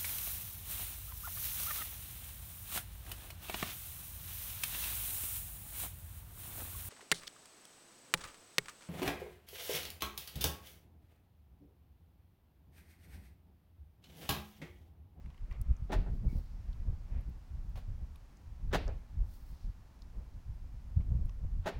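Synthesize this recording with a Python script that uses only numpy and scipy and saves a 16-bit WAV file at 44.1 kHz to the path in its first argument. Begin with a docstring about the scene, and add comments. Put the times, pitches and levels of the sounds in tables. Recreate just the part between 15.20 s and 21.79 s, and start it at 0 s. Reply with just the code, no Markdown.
"""A yard between houses, where a parked car is locked and unlocked by remote, three times.
Each time the lock motors run up and the latches hit their stops almost together; the doors ring,
the yard scatters the sound and a house front answers. Close by, fingers click and rub on the key fob
and wind buffets the microphone, while the town hums far away."""
import sys
import numpy as np
from scipy import signal
from scipy.fft import rfft, irfft, next_fast_len
from scipy.io import wavfile
from scipy.ndimage import uniform_filter1d

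SR = 44100
rng = np.random.default_rng(int(sys.argv[2]) if len(sys.argv) > 2 else 0)


def transcribe(u):
    """Save the signal u as a 16-bit wav file named by the first command-line argument.

    u: samples, shape (n,) or (channels, n), limited to [-1, 1]; the rate is SR.
    q: integer samples, one column per channel.
    """
    v = np.clip(np.atleast_2d(u).T, -1, 1)
    q = np.round(v * 32767).astype(np.int16)
    wavfile.write(sys.argv[1], SR, q)


N = 290619
TIME = np.arange(N) / SR

# latches hitting their stops: t/s, level/dB, brightness/dB
LATCH_HITS = [(0.719, -42, 3), (0.724, -37, 0.5), (0.729, -32.5, -2.5), (0.738, -38.5, 1.5),
              (0.746, -38, -7), (3.528, -39, 4), (3.533, -28, -2.5), (3.538, -31, -0.5), (3.545, -32, 7),
              (3.553, -27.5, -3), (6.458, -37.5, -5), (6.463, -33.5, -4.5), (6.469, -31.5, -2.5),
              (6.476, -36.5, 3), (6.487, -36, 0)]
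# dull knocks of the linkage taking up slack and settling: t/s, level/dB
LINKAGE_KNOCKS = [(0.696, -46), (0.701, -36.5), (0.71, -37.5), (0.863, -41.5), (0.881, -46), (3.676, -41.5),
                  (3.691, -41)]


def from_db(db):
    """Decibels to gain."""
    return 10 ** (np.asarray(db) / 20)


def fader(rows):
    """Gain over time from rows of t/s, level/dB."""
    return from_db(np.interp(TIME, *np.transpose(rows)))


def swell(s, half_s):
    """Smooth rise and fall of height 1 around a moment."""
    return np.exp(-np.minimum(((TIME - s) / half_s) ** 2, 100))


def wander(per_s):
    """Random drift around zero, with a spread of about 1."""
    return np.interp(TIME * per_s, np.arange(1000), rng.standard_normal(1000))


def colour(x, spectrum):
    """Causal EQ of unit power gain, shaped by rows of f/Hz, level/dB."""
    size = next_fast_len(N + SR // 2, real=True) // 2 * 2
    hz, db = np.transpose(spectrum)
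    bin_hz = np.arange(size // 2 + 1) * SR / size
    gain = from_db(np.interp(np.log(bin_hz + 1), np.log(hz), db))
    cepstrum = irfft(np.log(gain / np.sqrt(np.mean(gain ** 2))))
    cepstrum[1:size // 2] *= 2  # minimum phase: nothing rings ahead of a hit
    cepstrum[size // 2 + 1:] = 0
    return irfft(rfft(x, size) * np.exp(rfft(cepstrum)))[:N]


def noise(spectrum):
    """Coloured noise of rms about 1."""
    return colour(rng.standard_normal(N), spectrum)


def resonate(x, hz, width_hz):
    """Two-pole resonance with gain 1 at its peak."""
    r = np.exp(-np.pi * width_hz / SR)
    feedback = [1, -2 * r * np.cos(2 * np.pi * hz / SR), r * r]
    return signal.lfilter(np.array([1, 0, -1]) * (1 - r * r) / 2, feedback, x + 1e-18)


def low_pass(x, hz, order=2):
    """Butterworth low-pass."""
    return signal.sosfilt(signal.butter(order, hz, fs=SR, output="sos"), x + 1e-18)


def contact(s, t60, grain_db):
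    """One blow: a dying chatter of tiny uneven impacts, starting at rms 1."""
    size = SR // 4
    impacts = rng.choice([-1, 1], size) * from_db(grain_db * np.minimum(rng.exponential(1, size), 4))
    fade = from_db(-60 * TIME[:size] / t60)
    return np.pad(impacts * fade / np.std(impacts), (round(s * SR), N))[:N]


def town_bed():
    """The distant town hums under a thin microphone hiss."""
    # town colour: f/Hz, level/dB
    town_eq = [(60, -3.5), (180, -3.5), (270, -8), (400, -17.5), (630, -16.5), (900, -15.5), (1300, -20.5),
               (1900, -23.5), (3600, -30.5), (5300, -30), (6500, -33), (8800, -43), (15800, -58.5)]
    # fader rides of town and hiss: t/s, level/dB
    town_ride = [(0, -66.5), (0.6, -65.5), (1.4, -63.5), (6.59, -64.5)]
    hiss_ride = [(0, -84), (0.7, -80.5), (6.59, -79.5)]
    return fader(town_ride) * noise(town_eq) + fader(hiss_ride) * rng.standard_normal(N)


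def turbulence(spectrum, even_s):
    """Lumpy pressure noise whose strength is even over longer spans."""
    lumps = noise(spectrum)
    return lumps / np.sqrt(uniform_filter1d(lumps ** 2, int(even_s * SR)) + 1e-6)


def wind(swing_db, swells_per_s, breeze_bright_db, flutter_db):
    """An unsteady breeze and gusts rumble on the microphone; the brighter gusts flutter more."""
    # breeze between the gusts: t/s, level/dB
    breeze_ride = [(0, -59), (0.6, -46), (0.95, -37), (1.28, -44), (2.2, -43.5), (2.8, -41), (3.1, -55),
                   (3.55, -39.5), (3.85, -48.5), (4.75, -52), (5.45, -51), (5.95, -35.5), (6.59, -50)]
    # gusts: t/s, half length/s, level/dB, brightness/dB
    gusts = [(0.067, 0.035, -41, 3), (0.231, 0.022, -34.5, -8.5), (0.315, 0.013, -34, -11),
             (0.406, 0.031, -34, -1.5), (0.506, 0.034, -29, -2), (0.644, .025, -37.5, -2.5),
             (0.792, 0.047, -28.5, 0.5), (0.929, 0.064, -34, 4.5), (1.059, 0.033, -30.5, 8),
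             (1.174, 0.031, -29.5, -3), (1.494, 0.016, -35.5, -8), (1.691, 0.035, -31, 0),
             (1.961, 0.052, -33, 2), (2.093, 0.025, -35.5, 1.5), (2.69, 0.016, -33.5, -1),
             (3.681, .04, -33.5, -6), (4.007, 0.058, -30.5, -8.5), (4.326, 0.023, -39.5, -1.5),
             (4.473, 0.034, -33.5, -4), (4.987, 0.031, -39, -3.5), (5.292, 0.027, -36.5, -6.5),
             (5.794, .025, -29.5, 4), (5.925, 0.039, -35, 9), (6.064, 0.054, -34.5, -1),
             (6.247, 0.015, -33.5, 3.5), (6.367, 0.059, -32.5, -6), (6.585, 0.015, -31, 4)]
    # colours of rumble and flutter: f/Hz, level/dB
    rumble_eq = [(10, -13), (22, -0.5), (35, 4.5), (60, -0.5), (90, -6.5), (130, -19.5), (220, -46.5),
                 (500, -81.5), (3000, -110)]
    flutter_eq = [(50, -17.5), (110, 3), (160, -1.5), (230, -9.5), (330, -23), (600, -28.5), (1200, -48.5),
                  (3000, -66), (10000, -88.5)]
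    breeze = fader(breeze_ride) * from_db(swing_db * wander(swells_per_s))
    rumble_power = breeze ** 2
    flutter_power = (from_db(breeze_bright_db) * breeze) ** 2
    for s, half, db, bright_db in gusts:
        gust = from_db(db) * swell(s, half)
        rumble_power += gust ** 2
        flutter_power += (from_db(bright_db) * gust) ** 2
    rumble = np.sqrt(rumble_power) * turbulence(rumble_eq, even_s=0.065)
    flutter = np.sqrt(flutter_power) * turbulence(flutter_eq, even_s=0.05)
    return rumble + from_db(flutter_db) * flutter


def sleeve():
    """A sleeve rustles in soft swells."""
    # rustles: t/s, half length/s, level/dB
    rustles = [(0.178, 0.28, -74.5), (0.343, 0.027, -64), (0.51, 0.17, -74), (1.146, 0.063, -74),
               (1.546, .2, -75), (1.96, 0.075, -65)]
    # cloth colour: f/Hz, level/dB
    cloth_eq = [(200, 7), (600, 9.5), (1300, 2.5), (2400, 4), (3500, -9), (8000, -32)]
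    return sum(from_db(db) * swell(s, half) for s, half, db in rustles) * noise(cloth_eq)


def key_fob(sharpness, hollow_hz, hollow_db, snap_db):
    """Each click snaps and rings one resonance of the plastic shell; deeper ones sound its hollow."""
    # plastic clicks: t/s, level/dB, f/Hz, t60/s
    clicks = [(0.06, -62.5, 1850, 0.018), (0.102, -68, 2380, .04), (0.145, -64.5, 2170, 0.015),
              (0.178, -61.5, 2250, 0.015), (0.311, -61.5, 1860, 0.076), (0.317, -75, 5200, 0.0086),
              (0.326, -59, 4740, 0.0049), (0.415, -47.5, 10500, 0.0058), (0.418, -55, 15500, 0.006),
              (0.414, -66, 4740, 0.019), (0.567, -63.5, 6000, 0.0052), (1.529, -65, 3300, 0.035),
              (2.010, -69, 12000, 0.018), (2.095, -71, 14500, .03), (2.494, -70, 14500, .03),
              (2.958, -60, 2900, 0.014), (2.958, -65, 11500, 0.021), (3.171, -64.5, 5900, 0.0096),
              (3.68, -50, 5530, 0.004), (4.820, -59.5, 4030, 0.029), (5.805, -68.5, 2330, 0.072),
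              (6.058, -65.5, 11000, .015), (6.094, -60.5, 2140, 0.014), (6.095, -61, 4800, 0.0086),
              (6.427, -66, 2500, 0.013)]
    out = np.zeros(N)
    for s, db, hz, t60 in clicks:
        width = min(hz / sharpness, 4500)
        click = from_db(db) * contact(s, t60, grain_db=3.5)
        shell = resonate(resonate(click, hz, width), hz, width) * np.sqrt(SR / width)
        hollow = (hollow_hz / hz) ** 2 * resonate(click, hollow_hz, width_hz=110)
        out += shell + from_db(snap_db) * click + from_db(hollow_db) * hollow
    return out


def squeaks(width_hz):
    """Faint, thin, wavering tones swell and fade."""
    # squeaks: t/s, half length/s, f/Hz, level/dB
    tones = [(0.5, 0.19, 1266, -74.5), (1.109, 0.032, 2200, -70)]
    out = np.zeros(N)
    for s, half, hz, db in tones:
        tone = resonate(resonate(rng.standard_normal(N), hz, width_hz), hz, width_hz)
        out += from_db(db) * swell(s, half) * tone / np.std(tone)
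    return out


def eddies():
    """Each eddy passing the microphone gives one soft thump."""
    # pressure pulses: t/s, level/dB, width/s
    pulses = [(0.513, -21, 0.0042), (0.626, -32, 0.0025), (0.767, -24, 0.0038), (1.081, -27, 0.0038),
              (1.131, -31.5, 0.0013), (1.162, -32.5, 0.0016), (1.697, -25, 0.0027), (3.556, -28.5, 0.0011),
              (3.996, -23, 0.0059), (5.774, -16, 0.0029)]
    thumps = np.zeros(N)
    for s, db, width in pulses:
        passing = ((TIME - s) / width) ** 2
        thumps += from_db(db) * (1 - passing) * np.exp(-np.minimum(passing, 100) / 2)
    return thumps


def motors(tooth_hz):
    """Gear teeth whirr louder as each lock motor runs up, then fade as quickly."""
    # motor runs: start/s, rise time/s, level/dB
    runs = [(0.678, 0.033, -49.5), (3.501, 0.02, -48.5), (6.427, 0.025, -53.5)]
    envelope = sum(from_db(db) * np.interp(TIME, [s, s + rise, s + 2 * rise], [0, 1, 0]) ** 2
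                   for s, rise, db in runs)
    teeth = 1 + 0.5 * np.sin(2 * np.pi * tooth_hz * TIME)
    return low_pass(envelope * teeth * rng.standard_normal(N), hz=3940)


def locks():
    """Motors, linkage and latches clatter inside the doors; each latch hit has its own brightness."""
    # colour of the clattering lock parts: f/Hz, level/dB
    clatter_eq = [(100, 0.5), (300, -10.5), (600, 2.5), (1000, -2.5), (1600, -1), (2400, -10),
                  (3800, -10.5), (5200, -18), (6600, -18), (8500, -26.5), (15000, -30)]
    force = motors(tooth_hz=428)
    for s, db, bright_db in LATCH_HITS:
        blow = from_db(db) * contact(s, t60=0.072, grain_db=1.5)
        dull = low_pass(blow, hz=1640, order=1)
        force += dull + from_db(bright_db) * (blow - dull)
    knocks = sum(from_db(db) * contact(s, t60=0.096, grain_db=-1.5) for s, db in LINKAGE_KNOCKS)
    return colour(force + low_pass(knocks, hz=630), clatter_eq)


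def door_ring(soft_hz):
    """Blows kick each door mode with random strength and sign; soft knocks reach only the low modes."""
    # door resonances: f/Hz, width/Hz, level/dB
    door_modes = [(171, 12.6, 1.5), (245, 48, 5.5), (389, 21, 3), (427, 20, -1), (504, 10.5, -4.5),
                  (561, 18, -5), (614, 21, 2), (661, 22, 2), (706, 19.5, -14), (849, 38, 4),
                  (971, 9.2, -12.5), (1167, 13, -15), (1388, 22, -14), (1482, 26, -8), (1841, 22, -3.5),
                  (2110, 19, -25), (2470, 25, -15), (2617, 20, -15)]
    out = np.zeros(N)
    for hz, width, mode_db in door_modes:
        knock_reach = 1 / (1 + (hz / soft_hz) ** 4)
        blows = [(s, from_db(db)) for s, db, _ in LATCH_HITS]
        blows += [(s, from_db(db) * knock_reach) for s, db in LINKAGE_KNOCKS]
        kicks = np.zeros(N)
        for s, strength in blows:
            kicks[round(s * SR)] = strength * from_db(rng.normal(0, 2.1)) * rng.choice([-1, 1])
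        ringing = resonate(kicks, hz, width) * SR / (2 * np.pi * width)
        out += from_db(mode_db) * low_pass(ringing, 2 * hz)
    return out


def yard_scatter(x, build_s):
    """Diffuse tail off cars and walls: energy builds up, then dies away at each band's own rate."""
    # reverb bands: low f/Hz, high f/Hz, level/dB, t60/s
    tail_bands = [(151, 406, -6, 0.25), (370, 860, -11.5, 0.38), (915, 2580, -13, 0.52),
                  (2160, 4870, -10.5, 0.39), (5000, 13000, -24.5, 0.61)]
    out, t = np.zeros(N), TIME[:SR]
    for low, high, db, t60 in tail_bands:
        band = signal.butter(3, [low, high], "band", fs=SR, output="sos")
        build = 1 - np.exp(-(t / build_s) ** 2)
        decay = (from_db(-60 * t / t60) * build) ** 2
        energy = signal.fftconvolve(signal.sosfilt(band, x + 1e-18) ** 2, decay / decay.sum())[:N]
        scatter = signal.sosfilt(band, rng.standard_normal(N))
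        out += from_db(db) * np.sqrt(np.maximum(energy, 0)) * scatter / np.std(scatter)
    return out


def house_echo(x, delay_s, echo_db, dull_hz):
    """A house front returns one dull slap."""
    return from_db(echo_db) * np.interp(TIME - delay_s, TIME, low_pass(x, dull_hz), left=0)


def thumb_rub(scratch_db, slips_per_s):
    """The thumb sticks and slips over the fob: a scratchy rub with a hiss of skin on top."""
    # strokes: t/s, half length/s, rub level/dB, skin hiss relative to the rub/dB
    strokes = [(0.944, .04, -81, 3), (1.162, 0.09, -77, 5.5), (1.33, 0.26, -83.5, -10),
               (4.143, 0.084, -76.5, 7), (4.30, 0.055, -79, 7.5), (4.422, 0.074, -74, -8)]
    # colours of rub and skin hiss: f/Hz, level/dB
    rub_eq = [(1000, -20), (3000, -8), (4400, 1), (5300, -1), (7500, -13), (12000, -24)]
    skin_eq = [(3000, -29), (7000, -5.5), (12500, -0.5), (15500, 2.5)]
    rub = sum(from_db(db) * swell(s, half) for s, half, db, _ in strokes)
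    skin = sum(from_db(db + hiss_db) * swell(s, half) for s, half, db, hiss_db in strokes)
    scratch = from_db(scratch_db * wander(slips_per_s))
    return scratch * (rub * noise(rub_eq) + skin * noise(skin_eq))


def whooshes():
    """Air swells softly round the hand."""
    # puffs of air: t/s, half length/s, level/dB
    puffs = [(1.077, .04, -62), (1.168, 0.042, -61.5), (1.70, 0.055, -65), (4.03, 0.034, -66.5),
             (4.99, 0.044, -61.5)]
    # their colour: f/Hz, level/dB
    air_eq = [(150, -3), (420, 2.5), (680, -5), (1000, -9), (2000, -39)]
    return sum(from_db(db) * swell(s, half) for s, half, db in puffs) * noise(air_eq)


def double_clack():
    """Two faint, grainy blows in quick succession."""
    # blows: t/s, level/dB
    clacks = [(2.557, -55), (2.573, -54)]
    # their colour: f/Hz, level/dB
    clack_eq = [(200, -11), (600, 14.5), (1700, 2.5), (4000, 0), (8000, -11.5), (15000, -10)]
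    return colour(sum(from_db(db) * contact(s, t60=0.14, grain_db=4) for s, db in clacks), clack_eq)


def scene():
    """The car out in the reverberant yard; hand and wind close and dry; the town behind."""
    car = double_clack() + from_db(-3.5) * locks() + from_db(-11) * door_ring(soft_hz=620)
    yard = yard_scatter(car, build_s=0.0071) + house_echo(car, delay_s=0.142, echo_db=-23.5, dull_hz=1800)
    hand = key_fob(sharpness=1.8, hollow_hz=1080, hollow_db=35.5, snap_db=-8)
    hand += thumb_rub(scratch_db=1.5, slips_per_s=120) + sleeve() + squeaks(width_hz=160)
    air = wind(swing_db=4.5, swells_per_s=18, breeze_bright_db=-1.5, flutter_db=-14.5)
    air += eddies() + whooshes()
    return (car + yard + hand + air + town_bed())[None]


def record(dry):
    """A steep high cut at 15.9 kHz."""
    return signal.sosfilt(signal.ellip(12, 0.1, 80, 15900, fs=SR, output="sos"), dry)


dry = scene()
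out = record(dry)
transcribe(out)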